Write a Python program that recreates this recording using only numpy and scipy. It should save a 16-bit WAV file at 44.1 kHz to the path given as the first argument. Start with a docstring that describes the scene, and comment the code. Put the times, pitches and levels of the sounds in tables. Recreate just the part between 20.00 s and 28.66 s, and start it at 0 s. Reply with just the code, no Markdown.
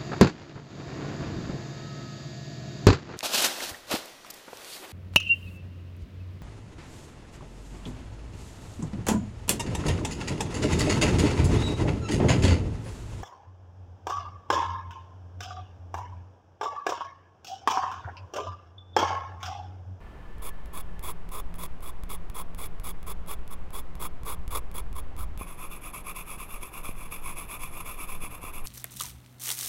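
"""A pencil sketches on a pad of paper, with a tiny microphone fastened just above its point.
Low rumble and quiet room hum run throughout, with a faint thin whine in the first second or so.
Quick hatching strokes come first: the lead lands with a tick, then hisses as it snaps over paper fibres.
From 5.4 s the pencil is held flatter and shades back and forth without a break, with a few soft knocks.
The rubbing noise rings the resonances of pencil and pad; filtered noise makes the rumble, hum and room."""
import sys
import numpy as np
from scipy import signal
from scipy.fft import rfft, irfft, next_fast_len
from scipy.io import wavfile
from scipy.ndimage import uniform_filter1d

SR = 44100
rng = np.random.default_rng(int(sys.argv[2]) if len(sys.argv) > 2 else 0)


def pcm_store(signal):
    """Save signal as 16-bit PCM."""
    levels = np.round(np.clip(np.atleast_2d(signal), -1, 1) * 32767)
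    wavfile.write(sys.argv[1], SR, levels.astype(np.int16).T)


N = 381906
TIME = np.arange(N) / SR
SHADING_FROM_S, SHADING_TO_S = 5.375, 8.72

# the lead lands before the strokes, and once more for the shading: start_s, level_db (relative)
TOUCHES = [(0.383, -46), (0.659, -39.5), (0.994, -34), (1.291, -37), (1.542, -35.5), (1.807, -42.5),
           (2.036, -32.5), (2.3, -32.5), (2.548, -33.5), (2.799, -34.5), (3.03, -36), (3.263, -43),
           (3.478, -35.5), (3.706, -39.5), (3.954, -36), (4.234, -36.5), (4.479, -30.5), (4.715, -37),
           (4.929, -36.5), (5.166, -36.5), (5.376, -32)]
# hatching strokes: start_s, length_s, hiss_db (relative), weight_db (relative boost of the low resonances)
STROKES = [(0.414, 0.095, -42.5, -1), (0.724, 0.1, -43.5, 0.5), (1.02, 0.11, -41, 0), (1.309, 0.11, -42, 1),
           (1.544, 0.03, -54, 1), (1.577, 0.096, -41.5, -3), (1.817, 0.1, -45, 0),
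           (2.085, 0.084, -41.5, -1), (2.338, 0.097, -42, 1.5), (2.57, 0.11, -40.5, -1),
           (2.831, 0.095, -40.5, -1.5), (3.058, 0.079, -41.5, -0.5), (3.268, 0.087, -41.5, -1),
           (3.498, 0.056, -47, 2), (3.723, 0.0936, -41, -1), (3.99, 0.094, -39, 1), (4.246, 0.11, -40, 1.5),
           (4.501, 0.1, -37.5, 1), (4.736, 0.08, -40.5, -1), (4.947, 0.068, -46.5, 1.5),
           (5.168, 0.087, -45.5, 3.5)]
# resonances of pencil and pad, held steeply: pitch_hz, half_width_hz, level_db (relative)
STEEP_MODES = [(423, 104, -4.5), (750.0, 340, -11.5), (1059, 118, -0.5), (1190, 140, -4.5),
               (2273, 244, -10), (2760, 250, -18), (3398, 91, -5.5), (3650, 190, -13.5), (4180.0, 180, -22),
               (4970, 780, -20), (6860, 730, -19.5), (7750, 163, -13.5), (9600, 840, -14.5),
               (9760, 57, -4.5), (10700, 225, -3.5), (11780, 470, -8), (14100, 350.0, -12.5),
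               (15900, 440, -8.5)]


def from_db(db):
    """Turn decibels into a plain multiplier."""
    return 10 ** (np.asarray(db) / 20)


def rms_one(x):
    """Scale a signal so that its average strength (rms) is 1."""
    return x / np.sqrt(np.mean(x ** 2) + 1e-20)


def butter(x, hz, kind):
    """Gentle filter that keeps only low pitches or a band of pitches."""
    sections = signal.butter(2, hz, kind, fs=SR, output="sos")
    return signal.sosfilt(sections, x + 1e-18)


def drift(rate_hz):
    """Smooth random wandering with a spread of 1."""
    noise = rng.standard_normal(N + SR)
    return rms_one(butter(noise, rate_hz, "low")[SR:])  # drop the filter's first second


def in_time(rows):
    """Join (time_s, value) rows by straight lines, giving a value at every sample."""
    return np.interp(TIME, *np.transpose(rows))


def peak(hz, centre_hz, half_width_hz):
    """Gain of one resonance: 1 at its centre, half at the half width to either side."""
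    return 1 / (1 + ((hz - centre_hz) / half_width_hz) ** 2)


def coloured_noise(gain_at):
    """Noise of rms 1 whose balance of pitches follows a function of frequency."""
    size = next_fast_len(N, True)
    spectrum = rfft(rng.standard_normal(size))
    gain = gain_at(np.fft.rfftfreq(size, 1 / SR))
    return rms_one(irfft(spectrum * gain, size)[:N])


def clicks_at(rows):
    """One single-sample click for each row of (start_s, level_db)."""
    out = np.zeros(N)
    for start_s, level_db in rows:
        out[round(start_s * SR)] = from_db(level_db)
    return out


def ring(clicks, hz, t60_s):
    """Each click starts a sine that dies away by 60 dB in t60_s."""
    decay = from_db(-60 / (t60_s * SR))
    turn = 2 * np.pi * hz / SR
    return signal.lfilter([0, np.sin(turn)], [1, -2 * decay * np.cos(turn), decay * decay], clicks + 1e-18)


def arc(start_s, end_s, fastest_share):
    """Speed of one hand movement: from rest up to 1 and back to rest."""
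    out = np.zeros(N)
    inside = slice(round(start_s * SR), round(end_s * SR))
    top_s = start_s + np.clip(fastest_share, .05, .95) * (end_s - start_s)
    progress = np.interp(TIME[inside], [start_s, top_s, end_s], [0, .5, 1])
    out[inside] = np.abs(np.sin(np.pi * progress))
    return out


def room():
    """Soft room noise and narrow hums; a faint thin whine swells and is gone by 1.25 s."""
    # background noise of room and microphone: pitch_hz, level_db (relative, per hertz)
    room_points = [(90, 1.5), (130, 0.5), (220, -2.5), (400, -3.5), (560, -6.5), (1100, -7), (1500, -13.5),
                   (2300, -17), (3100, -22), (3900, -28), (6000, -34.5), (10000, -39), (16000, -43.5)]
    # steady hums: pitch_hz, half_width_hz, level_db
    hum_bands = [(120.5, 5.4, -61.5), (171.1, 5.1, -65), (245.6, 18, -69)]
    points_hz, points_db = np.transpose(room_points)

    def room_gain(hz):
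        """Room noise falls along the points, spaced by the logarithm of pitch."""
        return from_db(np.interp(np.log(hz + 1), np.log(points_hz), points_db))

    air = from_db(-50) * coloured_noise(room_gain)
    hum = sum(from_db(level_db) * coloured_noise(lambda hz: peak(hz, pitch_hz, half_width_hz))
              for pitch_hz, half_width_hz, level_db in hum_bands)
    whine_level = np.sqrt(2) * from_db(-63 + 4.1 * drift(27))
    whine_hz = 1747 + 14 * drift(36)
    whine = whine_level * np.sin(2 * np.pi * np.cumsum(whine_hz) / SR)
    higher_band = from_db(-74) * coloured_noise(lambda hz: peak(hz, 3130, 45))
    whine_fade = np.interp(TIME, [0, .2, .9, 1.25], [0.57, 0.71, 1, 0])
    return air + hum + (whine + higher_band) * whine_fade


def handling():
    """The microphone rides on the pencil: it rumbles, drones, sways with each stroke and is knocked."""
    # low shudder of the held pencil and its cable: pitch_hz, half_width_hz, level_db (relative)
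    shudder_modes = [(51.2, 11, 3), (74.2, 10.3, -2)]
    # shudder builds through the hatching, drops with the flatter grip: time_s, level_db (before a trim)
    shudder_levels = [(0, -45.5), (2.4, -45), (4.2, -43), (5.33, -37), (5.52, -55.5), (8.66, -50)]
    # level of the low drone: time_s, level_db
    drone_levels = [(0, -57.5), (2.3, -53), (4.3, -56.5), (5.5, -59), (8.66, -59)]
    # soft knocks of the hand against the microphone's holder: start_s, level_db (relative)
    knock_rows = [(5.412, -36.5), (6.376, -45), (6.892, -37), (8.238, -40.5), (8.44, -41)]
    # dull tones that a knock rings: pitch_hz, level_db (relative), t60_s (time to fall by 60 dB)
    knock_modes = [(82, 6.5, 0.036), (176, 11.5, 0.0078), (310, 12.5, 0.0049), (620, -6, 0.0059)]

    def shudder_gain(hz):
        """Add up the shudder resonances."""
        return sum(from_db(level_db) * peak(hz, pitch_hz, half_width_hz)
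                   for pitch_hz, half_width_hz, level_db in shudder_modes)

    deep = from_db(-45) * coloured_noise(lambda hz: peak(hz, 25.86, 6.3))
    shudder_trim_db = -0.5
    shudder = from_db(in_time(shudder_levels) + shudder_trim_db) * coloured_noise(shudder_gain)
    drone = from_db(in_time(drone_levels)) * coloured_noise(lambda hz: peak(hz, 173, 8))

    # each stroke pushes the microphone, starting a little early and ending a little late
    pushes = np.max([arc(start_s - .08, start_s + length_s + 0.041, 0.72)
                     for start_s, length_s, *rest in STROKES], axis=0)
    sway = from_db(-20.5) * (pushes - uniform_filter1d(pushes, SR // 4))  # remove the slow average

    shading_fade = np.clip((TIME - SHADING_FROM_S) * 10, 0, 1)
    rocking = from_db(-36) * coloured_noise(lambda hz: peak(hz, 12.0, 2.4)) * shading_fade

    knock_clicks = clicks_at(knock_rows)
    thumps = sum(from_db(level_db) * ring(knock_clicks, pitch_hz, t60_s)
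                 for pitch_hz, level_db, t60_s in knock_modes)
    return deep + shudder + drone + sway + rocking + thumps


def body_response(modes, size=2048):
    """How pencil and pad ring after one tap, scaled to unit power in the hiss above 4 kHz."""
    hz = np.fft.rfftfreq(size, 1 / SR)
    power = sum((from_db(level_db) * peak(hz, pitch_hz, half_width_hz)) ** 2
                for pitch_hz, half_width_hz, level_db in modes)
    power = power / np.mean(power * (hz > 4000))
    # fold the cepstrum (spectrum of the log spectrum) so the ringing starts at the tap, not before it
    cepstrum = irfft(np.log(power + 1e-9) / 2)
    folded = np.r_[cepstrum[0], 2 * cepstrum[1:size // 2]]
    return irfft(np.exp(rfft(folded, size)))[:size // 2]


def landings():
    """The hard point gives a very short tick, rings the pencil faintly and thuds on the pad."""
    clicks = clicks_at(TOUCHES)
    tick = ring(clicks, 8600, 0.00052) + from_db(1.0) * ring(clicks, 2600, 0.00041)
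    pencil = from_db(4.0) * signal.fftconvolve(clicks, body_response(STEEP_MODES))[:N]
    thud = from_db(15.0) * ring(clicks, 23, 0.053) + from_db(1.5) * ring(clicks, 96, 0.022)
    return tick + pencil + thud


def contact(start_s, end_s):
    """Pressure of one stroke: the lead presses in quickly, holds and lifts off quickly."""
    press_s, lift_s = 0.013, 0.018
    press = np.clip((TIME - start_s) / press_s, 0, 1)
    lift = np.clip((end_s - TIME) / lift_s, 0, 1)
    edges = press * lift
    return edges * edges * (3 - 2 * edges)  # round off the corners


def tooth(speed, fibres_per_s, size_spread_db, smooth_share):
    """The lead snaps over paper fibres, more of them when it is fast, above a smooth rubbing noise."""
    rate = fibres_per_s * (.25 + speed)
    signs = rng.choice([-1, 1], N)
    sizes = signs * from_db(size_spread_db * np.minimum(rng.exponential(1, N), 4))
    hits = rng.random(N) < rate / SR
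    snaps = rms_one(sizes * hits / np.sqrt(rate))  # keeps the strength even while the rate changes
    return rms_one(snaps + smooth_share * rng.standard_normal(N))


def slips(per_s, relax_s=0.0042):
    """Stick and slip: friction jumps at uneven intervals and relaxes in between; spread 1."""
    at = np.cumsum(rng.gamma(3, 1 / 3, 4000) * SR / per_s).astype(int)
    sizes = rng.uniform(.4, 1, 4000)
    inside = at < N
    jumps = np.bincount(at[inside], sizes[inside], N)
    saw = signal.lfilter([1], [1, -np.exp(-1 / (relax_s * SR))], jumps)
    return rms_one(saw - saw.mean())


def uneven_gain(length_s=0.0054):
    """The paper's rough tooth makes friction uneven: a few brief swells on top of small random changes."""
    # moments when the rubbing swells briefly, where a row of 0 dB adds no swell: time_s, extra_db
    swells = [(0.773, 4), (1.04, 5), (1.346, 1), (2.388, 5), (2.63, 0), (2.886, 0), (4.556, 6.5),
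              (4.576, 3.5), (6.633, 7.5), (6.738, 4), (7.125, 5.5), (7.637, 7.5), (7.808, 10), (8.351, 6)]
    at_s, extra_db = np.transpose(swells)
    nearest = np.searchsorted((at_s[1:] + at_s[:-1]) / 2, TIME)
    swell_db = extra_db[nearest] * np.exp(-((TIME - at_s[nearest]) / length_s) ** 2)
    uneven_db = 1.0 * drift(60)
    return from_db(swell_db + uneven_db)


def scratch(friction, modes, weight_db, weight_hz, judder_db, slips_per_s, low_judder_db, grip_shift):
    """Friction sticks, slips and rings pencil and pad; a heavier hand brings out the low resonances."""
    judder = rms_one(from_db(judder_db * slips(slips_per_s)))
    force = friction * judder * uneven_gain()
    # a changing grip stiffens and slackens the pencil, so its resonances wander a little
    slack_modes = np.multiply(modes, [1 - grip_shift, 1, 1])
    stiff_modes = np.multiply(modes, [1 + grip_shift, 1, 1])
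    slack = signal.fftconvolve(force, body_response(slack_modes))[:N]
    stiff = signal.fftconvolve(force, body_response(stiff_modes))[:N]
    grip = .5 + .5 * np.tanh(2 * drift(12.2))
    sound = slack + grip * (stiff - slack)
    # filter forwards and backwards, so the low band stays lined up in time
    low = butter(sound, weight_hz, "band")
    low = butter(low[::-1], weight_hz, "band")[::-1]
    return sound - low + low * from_db(weight_db + low_judder_db * drift(54))


def hatching():
    """Separate strokes: the lead lands, drags lightly, sweeps and lifts."""
    fastest_share, taper = .5, 0.42  # taper: how strongly the level follows the speed
    gain_db, extra_weight_db = -1, 2
    speed, level, weights = np.zeros(N), np.zeros(N), []
    for start_s, length_s, hiss_db, weight_db in STROKES:
        end_s = start_s + length_s
        sweep = arc(start_s, end_s, fastest_share)
        speed += sweep
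        level += from_db(hiss_db + gain_db) * contact(start_s, end_s) * sweep ** taper
        weights.append((start_s + length_s / 2, weight_db))
    for touch_s, tick_db in TOUCHES:
        level += from_db(-69) * arc(touch_s, touch_s + 0.033, 0.25)  # light drag after landing
    friction = level * tooth(speed, fibres_per_s=6000, size_spread_db=3.0, smooth_share=0.64)
    return scratch(friction, STEEP_MODES, extra_weight_db + in_time(weights), weight_hz=[720, 1650],
                   judder_db=1.5, slips_per_s=110, low_judder_db=0.0, grip_shift=0.0087)


def shading():
    """The lead stays on the paper, pushed and pulled in turn, and only slows at each turn."""
    # pushes and pulls in turn, each lasting until the next turn: start_s, hiss_db (relative)
    swings = [(5.374, -48), (5.459, -49), (5.563, -46), (5.691, -46.5), (5.803, -44.5), (5.923, -43),
              (6.032, -43.5), (6.142, -42), (6.245, -44.5), (6.377, -43.6), (6.474, -46.5), (6.599, -48),
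              (6.712, -45.5), (6.827, -43), (6.939, -49.5), (7.099, -44.5), (7.212, -42), (7.35, -43),
              (7.472, -42), (7.585, -45), (7.707, -47.5), (7.841, -43), (7.966, -43.5), (8.068, -44.5),
              (8.193, -43), (8.291, -50.5), (8.402, -45), (8.521, -45), (8.631, -44)]
    # hiss that remains at the turns: time_s, level_db (relative)
    turn_hiss = [(5.4, -63), (5.7, -66.5), (6.03, -77), (6.35, -61), (7.0, -64.5), (7.3, -61), (8.0, -57.5),
                 (8.66, -66.5)]
    # resonances of pencil and pad, held flat: pitch_hz, half_width_hz, level_db (relative)
    flat_modes = [(370, 230, -13), (730, 180, -11), (1051, 84, 3), (1197, 112, 1), (2370, 168, -3),
                  (2622, 158, -6), (3454, 117, -10.5), (3930, 460, -26.5), (5150, 530, -24.5),
                  (6800, 1000, -22.5), (8000, 390, -23.5), (9860, 1160, -15.5), (10680, 180, -4.5),
                  (11360, 174, -3.5), (12300, 530, -19), (14100, 410.0, -18.5), (15200, 580, -17)]
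    # a push gathers speed late and sounds fuller, a pull is quick off the turn and thinner:
    # share of the swing at which it is fastest, boost of the low resonances in dB before slow_db
    push, pull = (.54, -3), (0.29, -5.5)
    taper = 1.38  # how strongly the level follows the speed
    ends_s = [start_s for start_s, hiss_db in swings[1:]] + [SHADING_TO_S]
    speed, weights = np.zeros(N), []
    level = from_db(in_time(turn_hiss)) * (TIME > SHADING_FROM_S)
    for k, ((start_s, hiss_db), end_s) in enumerate(zip(swings, ends_s)):
        fastest_share, weight_db = pull if k % 2 else push
        sweep = arc(start_s, end_s, fastest_share)
        speed += sweep
        level += from_db(hiss_db) * sweep ** taper
        weights.append(((start_s + end_s) / 2, weight_db))
    slow_db = 0.74 * (1 - speed)  # a slow lead sounds duller
    friction = level * tooth(speed, fibres_per_s=7000, size_spread_db=2.5, smooth_share=1.0)
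    return scratch(friction, flat_modes, in_time(weights) + slow_db, weight_hz=[500, 2000],
                   judder_db=1.04, slips_per_s=130, low_judder_db=2.0, grip_shift=0.015)


def scene():
    """Everything adds up at the one close microphone."""
    return (room() + handling() + landings() + hatching() + shading())[None]


def record(dry):
    """The sound eases in over 6 milliseconds and the top is cut steeply at 15.8 kHz."""
    eased = dry * np.sin(np.pi / 2 * np.minimum(TIME / .006, 1)) ** 2
    top_cut = signal.firwin(301, 15800, window=("kaiser", 8), fs=SR)
    return signal.fftconvolve(eased, top_cut[None], "same")


dry = scene()
out = record(dry)
pcm_store(out)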